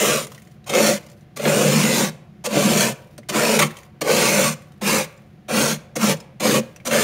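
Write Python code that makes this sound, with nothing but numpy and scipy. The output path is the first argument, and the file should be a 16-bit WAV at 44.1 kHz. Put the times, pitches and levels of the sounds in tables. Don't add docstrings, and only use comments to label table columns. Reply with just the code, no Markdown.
import sys
import numpy as np
from scipy import signal
from scipy.fft import rfft, irfft, next_fast_len
from scipy.io import wavfile
from scipy.ndimage import uniform_filter1d, map_coordinates

SR = 44100
rng = np.random.default_rng(int(sys.argv[2]) if len(sys.argv) > 2 else 0)


def to_linear_factor(level_db):
    exponent = np.asarray(level_db, float) / 20
    return 10 ** exponent


def transcribe(u):
    v = np.clip(np.atleast_2d(u).T, -1, 1)
    q = np.round(v * 32767).astype(np.int16)
    wavfile.write(sys.argv[1], SR, q)


N = 310023


def unit(x):
    return x / np.sqrt(np.mean(x ** 2) + 1e-20)


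def along(points, hz):
    f, v = np.transpose(points)
    return np.interp(np.log(hz + 1), np.log(f + 1), v)


def lifts(peaks, hz):
    return sum(db / (1 + (2 * (hz - centre) / width) ** 2) for centre, width, db in peaks)


def filtered(x, response):
    size = next_fast_len(N + SR // 2)
    hz = np.fft.rfftfreq(size, 1 / SR)
    return irfft(rfft(x, size) * response(hz), size)[:N]


def causal(gain_db):
    cepstrum = irfft(np.log(to_linear_factor(gain_db) + 1e-6))
    half = len(cepstrum) // 2
    cepstrum[1:half] *= 2
    cepstrum[half + 1:] = 0
    return np.exp(rfft(cepstrum))


def modes(table):
    def response(f):
        total = 0
        for k, (centre, width, db) in enumerate(table):
            resonance = 1j * f * width / (centre * centre - f * f + 1j * f * width)
            total = total + (-1) ** k * to_linear_factor(db) * resonance
        return total
    return response


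def driven(force, level, response):
    return filtered(level * force, response) / np.std(filtered(force, response))


def wobble(rate):
    knots = rng.standard_normal(int(N * rate / SR) + 4)
    return map_coordinates(knots, [np.arange(N) * rate / SR])


def crystals(per_s, spread_db, clump_db):
    happens = rng.random(N) < per_s / SR
    size = rng.standard_normal(N) * to_linear_factor(spread_db * rng.standard_normal(N))
    return unit(happens * size * to_linear_factor(clump_db * wobble(150)))


# hz [Hz], level_db [dB per Hz]
AIR = [(15, -43.5), (25, -16), (166, -0.5), (223, -6.5), (242, -16), (354, -10.5), (394, -18), (641, -21),
       (754, -20), (840, -28.5), (2000, -28.5), (7920, -47), (16000, -51)]
# centre_hz [Hz], width_hz [Hz], lift_db [dB]
MOTOR = [(69, 10, 0.5), (138, 20, 8), (210, 5.7, 9.5), (732, 19, 9.5)]


def rumble():
    noise = rng.standard_normal(N)
    return to_linear_factor(-47.5) * unit(filtered(noise, lambda hz: to_linear_factor(along(AIR, hz) + lifts(MOTOR, hz))))


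def tail(t60_of, seconds):
    hz, t, z = signal.stft(rng.standard_normal(int(seconds * SR)), SR, nperseg=256)
    decay = to_linear_factor(-60 * t / t60_of(hz)[:, None])
    response = signal.istft(z * decay, SR, nperseg=256)[1]
    return response / np.linalg.norm(response)


def moving_echo(x, t60_of, seconds, count):
    out, hop = np.zeros(N + 3 * SR), N // count
    padded = np.pad(x, hop * 2)
    for start in range(-hop, N, hop):
        piece = padded[start + 2 * hop:][:2 * hop] * np.hanning(2 * hop)
        wet = signal.fftconvolve(piece, tail(t60_of, seconds))[max(-start, 0):]
        out[max(start, 0):][:len(wet)] += wet
    return out[:N]


# hz [Hz], t60_s [s]
KITCHEN_T60 = [(150, 0.33), (600, 0.69), (2500, 0.51), (6000, 0.34), (15000, 0.3)]


def echoes(x):
    cabinet_t60 = [(200, 0.063), (2000, 0.066), (12000, 0.025)]  # hz, t60_s
    cabinet = moving_echo(x, lambda hz: along(cabinet_t60, hz), seconds=.12, count=40)
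    kitchen = moving_echo(x, lambda hz: along(KITCHEN_T60, hz), seconds=.7, count=20)
    return to_linear_factor(-9) * cabinet + to_linear_factor(-18) * kitchen


# start_s [s], length_s [s], level_db [dB]
TRICKLES = [(.25, 0.34, -50), (.98, 0.28, -55.5), (2.927, 0.28, -58), (3.675, 0.24, -51.5),
            (4.547, 0.3, -60), (5.062, 0.3, -62), (6.14, 0.17, -67), (6.6, 0.32, -60)]


def powder():
    t, level, thins_db_per_s = np.arange(N) / SR, np.zeros(N), 48
    for start, length, db in TRICKLES:
        fade = np.clip(np.minimum((t - start) / .02, (start + length - t) / 0.058), 0, 1)
        level += fade * to_linear_factor(db - thins_db_per_s * np.abs(t - start))
    grains = crystals(per_s=6600, spread_db=-0.5, clump_db=2.5) * to_linear_factor(1.6 * wobble(46))
    hiss = [(800, -13.0), (2500, 1), (9000, -4.0), (16000, -6)]  # hz, level_db
    return driven(grains, level, lambda hz: causal(along(hiss, hz)))


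CRUMB_T60_S = 0.038
# start_s [s], puff_db [dB], pitch_hz [Hz], ring_db [dB over the puff]
FALLING_CRUMBS = [(.268, -26, 10900, -6), (0.318, -30, 1210, -2), (.346, -32, 5900, -23.5),
                  (.378, -37.5, 1980, 2.5), (.419, -37.5, 2340, -4), (.449, -47.5, 5000, -9),
                  (.472, -41.5, 2000, -1.5), (.513, -53, 5800, 2), (.642, -47, 4000, 2.5),
                  (1.03, -43, 2080, -3), (1.063, -37, 5000, -16), (1.086, -46, 5000, -6),
                  (1.098, -39, 6000, -13), (1.115, -42, 6950, -13), (1.208, -50, 5900, -5.5),
                  (3.179, -40, 8700, 4), (3.232, -54, 2130, 14), (3.705, -39, 1780, 9),
                  (3.768, -29, 3090, -6), (3.786, -33, 2380, -4.5), (3.831, -38, 2100, -3.5),
                  (4.62, -41.5, 1900, -6), (4.719, -44.5, 3070, -7), (5.175, -44, 7230, -4),
                  (6.169, -36, 7260, -2), (6.202, -30.5, 5150, -2), (6.761, -35, 5970, -0.5),
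                  (6.762, -46, 2640, 11), (6.801, -50, 2300, 16)]


def crumb_rings():
    t, out = np.arange(SR // 12) / SR, np.zeros(N + SR)
    for start, db, pitch_hz, ring_db in FALLING_CRUMBS:
        jitter = .13 * np.cumsum(rng.standard_normal(len(t)))
        decay = to_linear_factor(db + ring_db - 4.5 - 60 * t / CRUMB_T60_S)
        out[round(start * SR):][:len(t)] += decay * np.sin(2 * np.pi * pitch_hz * t + jitter)
    return out[:N]


# start_s [s], peak_db [dB], panel_db
# [dB], rise_s [s], dull [0-1]
RIDGES = [(.694, -13, -8, .002, 0), (.661, -24, -10, .02, 0.2), (.736, -15.5, -9, .002, 0.26),
          (.748, -18, -14, 0.0016, 0.3), (1.36, -20, -6, .013, .2), (1.394, -27.5, 9, 0.0033, 0.8),
          (1.451, -14.5, 8, 0.0045, 1), (2.439, -13, -4.5, 0.025, 0.04), (2.806, -6.5, -18.5, .002, 0.17),
          (3.179, -32.5, 2.5, 0.0014, 0.14), (3.286, -12.5, -4, .013, 0), (3.59, -2.5, -11, .002, 0.47),
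          (3.616, -5.5, -16, .012, 0.6), (4.009, -13.5, 0, 0.0099, 0.06), (4.811, -31, 11.5, 0.0067, 0.4),
          (5.482, -31, 12.5, 0.023, 0.5), (5.954, -14, 0.5, 0.014, 0), (6.398, -21.5, -3.5, 0.009, 0),
          (6.849, -13.5, -4.5, 0.03, 0.06), (6.91, -15, 1, 0.0015, 0.57)]
# centre_hz [Hz], width_hz [Hz], level_db [dB]
LOW_PANEL = [(130, 9.8, -1), (157.2, 11.6, 7), (167, 19, -7)]
# centre_hz [Hz], width_hz [Hz], level_db [dB]
MAIN_PANEL = [(196.5, 20.6, -5.5), (225.7, 14, 1.5), (241.2, 28, -13.5)]
# centre_hz [Hz], width_hz [Hz], level_db [dB]
UPPER_PANEL = [(304.7, 20, 2), (366, 30, 0), (435, 22, -1), (487, 27.7, -1), (527.4, 26, 2),
               (585.2, 38, 3.5), (719, 79, 0)]


def pushes():
    blows, push_db, lag_s = np.zeros(N), 34.5, .003
    for start, db, panel_db, _, _ in RIDGES:
        blows[round((start + lag_s) * SR)] = to_linear_factor(db + panel_db + push_db)

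    def panel(hz):
        return to_linear_factor(-4.5) * modes(LOW_PANEL)(hz) + modes(MAIN_PANEL)(hz) + to_linear_factor(-8) * modes(UPPER_PANEL)(hz)
    return filtered(blows, panel)


def burst_levels(table, t60):
    t, out = np.arange(SR // 4) / SR, np.zeros((3, N + SR))
    for start, db, panel_db, rise, dull in table:
        shape = np.minimum(t / rise, 1) ** 0.78 * to_linear_factor(db - 9.0 - 60 * np.maximum(t - rise, 0) / t60)
        shape = shape * (1 + dull * to_linear_factor(-60 * t / 0.0081))
        gains = np.array([[1 - dull], [dull], [to_linear_factor(panel_db)]])
        out[:, round(start * SR):][:, :len(t)] += shape * gains
    return out[:, :N]


# start_s [s], stop_s [s], crunch_db [dB], speeding_up_s [s], slowing_down_s [s]
BLADE_STROKES = [(-.1, 0.266, -18.5, 0.093, 0.17), (0.688, 0.992, -19, 0.086, 0.13),
                 (1.385, 2.109, -21, 0.095, 0.088), (2.483, 2.939, -20, 0.074, 0.11),
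                 (3.313, 3.688, -19.5, 0.04, 0.1), (4.035, 4.553, -19, 0.071, 0.11),
                 (4.81, 5.064, -18, 0.071, .1), (5.481, 5.778, -20, 0.083, .075),
                 (5.98, 6.155, -19, 0.051, 0.048), (6.397, 6.614, -19.5, 0.051, 0.051),
                 (6.892, 7.15, -19, 0.049, .1)]
# [upper mode, Hz]
WALL_PLACES = [(0.5, -17, -7.5, -0.5, 510), (5, -16, -10, -0.5, 530), (1.5, -8, -3.5, -1, 427),
               (2.5, -8, -4, 0, 520), (1, -8.5, -6.5, -2.5, 464), (0, -12.5, -5, -2.5, 510),
               (-0.5, -10.5, -8.5, -4.5, 490), (-6.5, -9.5, -3, -0.5, 508), (-1, -10, -5, -5, 465),
               (0, -7.5, -0.5, 1.5, 500), (-2.5, -10.5, -7, -4.5, 475)]
# [drumming mid-stroke, dB]
PANEL_DRIFTS = [(6, -11, 0.5, 1.5), (5, 6, -9, 1.5), (-4.5, 0, -10.5, 4), (-2, -7.5, -5, 2),
                (13.5, 4, -3.5, 1.5), (6, 0, -13, 2.5), (-1, -10, -1, -3), (11, -3.5, -5.5, -3),
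                (-6, -14, 3.5, 0.5), (14, 9, -4, -2.5), (6, 4.5, -5, 2.5)]
BLADE_RING_DB = [-19, -26, -19, -20, -20, -18, -11, -19, -21, -21, -19]
# time_s [s], half_width_s [s], change_db [dB]
HANGS = [(3.582, .006, -9), (2.8, .005, -2), (.731, 0.002, 4)]


def stroke_levels():
    t, out, spot_hz = np.arange(N) / SR, np.zeros((6, N)), np.full(N, 490.)
    wander = np.array([wobble(14) for _ in range(4)])
    starting_db, stopping_db, mid_share = [6.5, 6.5, 1.5], [3, -4, -1.5], [1.1, .9, .3]
    for stroke, place, drift, ring_db in zip(BLADE_STROKES, WALL_PLACES, PANEL_DRIFTS, BLADE_RING_DB):
        start, stop, db, up_s, down_s = stroke
        gains_db, *groups_db, favoured_hz = place
        *drifts_db, mid_db = drift
        now = slice(max(round(start * SR), 0), round(stop * SR))
        since, left = t[now] - start, stop - t[now]
        starting = np.clip(1 - since / up_s, 0, 1) ** 1.28
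        stopping = np.clip(1 - left / down_s, 0, 1) ** 1.84
        down = since / (stop - start) - .5
        touch = np.clip(np.minimum(since / 0.0033, left / 0.014), 0, 1)
        crunch = touch * to_linear_factor(db + gains_db * down - 18.5 * starting - 21.5 * stopping)
        dull = np.clip(0.049 + 0.3 * np.exp(-since / 0.17), 0, 1)
        middle = mid_db * (.5 + .5 * np.cos(2 * np.pi * down))
        panel = []
        for k in range(3):
            speed_db = starting_db[k] * starting + stopping_db[k] * stopping
            place_db = groups_db[k] + drifts_db[k] * down + mid_share[k] * middle
            panel.append(to_linear_factor(speed_db + place_db + 1.44 * wander[k, now]))
        ring = np.full(len(down), to_linear_factor(ring_db))
        out[:, now] = crunch * np.array([1 - dull, dull, *panel, ring])
        spot_hz[now] = favoured_hz * np.exp(0.067 * wander[-1, now])
    stall_db = sum(db * np.exp(-((t - s) / width) ** 2) for s, width, db in HANGS)
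    return out * to_linear_factor(stall_db), spot_hz


def moving_spot(x, depth_db):
    z = signal.stft(x, nperseg=1024)[2]
    field = uniform_filter1d(rng.standard_normal(z.shape), size=4, axis=0)
    field = uniform_filter1d(field, size=6, axis=1)
    return signal.istft(z * to_linear_factor(depth_db * unit(field)), nperseg=1024)[1][:N]


def locked(force, response, grip):
    swing = filtered(force, response)
    swing = swing / np.sqrt(np.abs(uniform_filter1d(swing ** 2, size=1500)) + 1e-12)
    return force + grip * swing


# hz [Hz], level_db [dB per Hz]
CRUNCH_SPECTRUM = [(600, -13.5), (900, -3.5), (1500, -4), (3000, -5), (4000, -8), (5000, -7.5),
                   (6000, -3.5), (7500, -4), (9000, -5), (10500, -13), (12500, -13), (16000, -17)]
# centre_hz [Hz], width_hz [Hz], lift_db [dB]
BLADE_PEAKS = [(1001, 35, 2.5), (1146, 50, 4.5), (2133, 50, 2.5), (2544, 83, -1), (4220, 610, 3),
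               (6950, 1100, 0.5), (8700, 500, -1)]
# centre_hz [Hz], width_hz [Hz], level_db [dB]
BLADE_RING = [(2326, 750, 0)]


def scraping():
    (crunch, grind, low, main, upper, ring), spot_hz = stroke_levels()
    puffs = [(start, db, -11.5, .002, 0) for start, db, _, _ in FALLING_CRUMBS]
    snap, thud, knock = burst_levels(RIDGES, t60=0.058) + burst_levels(puffs, CRUMB_T60_S)

    def edge(hz):
        return causal(along(CRUNCH_SPECTRUM, hz) + lifts(BLADE_PEAKS, hz))

    def dull_edge(hz):
        return edge(hz) / (1 + 1j * hz / 6000) ** 3

    def stiff(hz):
        return modes(LOW_PANEL)(hz) / (1 - 1j * 95 / (hz + 1)) ** 2

    judder = to_linear_factor(0.28 * wobble(40))
    fine = judder * moving_spot(crystals(per_s=15000, spread_db=1.0, clump_db=0.4), depth_db=2.5)
    coarse = judder * moving_spot(crystals(per_s=3500, spread_db=2.0, clump_db=-0.33), depth_db=1.5)
    sound = driven(fine, crunch + snap, edge) + driven(fine, grind + thud, dull_edge)
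    sound += driven(fine, ring, lambda hz: modes(BLADE_RING)(hz) ** 2)
    sound += pushes()
    sound += driven(locked(coarse, stiff, grip=0.049), low + to_linear_factor(-11.0) * knock, stiff)
    main_body = modes(MAIN_PANEL)
    sound += driven(locked(coarse, main_body, grip=0.06), main + to_linear_factor(-2) * knock, main_body)
    for k, (hz, width, db) in enumerate(UPPER_PANEL):
        far_db = np.minimum(14 * np.abs(np.log2(hz / spot_hz)), 8)
        level = to_linear_factor(db - 6.0 - far_db) * (upper + to_linear_factor(1.0) * knock)
        sound += (-1) ** k * driven(coarse, level, modes([(hz, width, 0)]))
    return filtered(sound, lambda hz: 1 / (1 - 1j * 70 / (hz + 1)) ** 2)


def scene():
    near = scraping() + crumb_rings() + powder()
    return (to_linear_factor(-1.0) * near + echoes(near) + rumble())[None]


# hz [Hz], level_db [dB]
BASS_ROLL_OFF = [(20, -15), (40, -2.5), (65, 1.5)]
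# centre_hz [Hz], width_hz [Hz], lift_db [dB]
PORT_NOTCH = [(8000, 360, -9.5)]


def microphone(hz):
    band_limit = np.clip((15850 - hz) / 160, 0, 1) ** 2
    return causal(along(BASS_ROLL_OFF, hz) + lifts(PORT_NOTCH, hz)) * band_limit


def roll_off(x):
    return signal.sosfilt(signal.butter(12, 16430, fs=SR, output="sos"), x)


def record(dry):
    heard = filtered(dry[0], microphone)
    return roll_off(heard[None])


dry = scene()
out = record(dry)
transcribe(out)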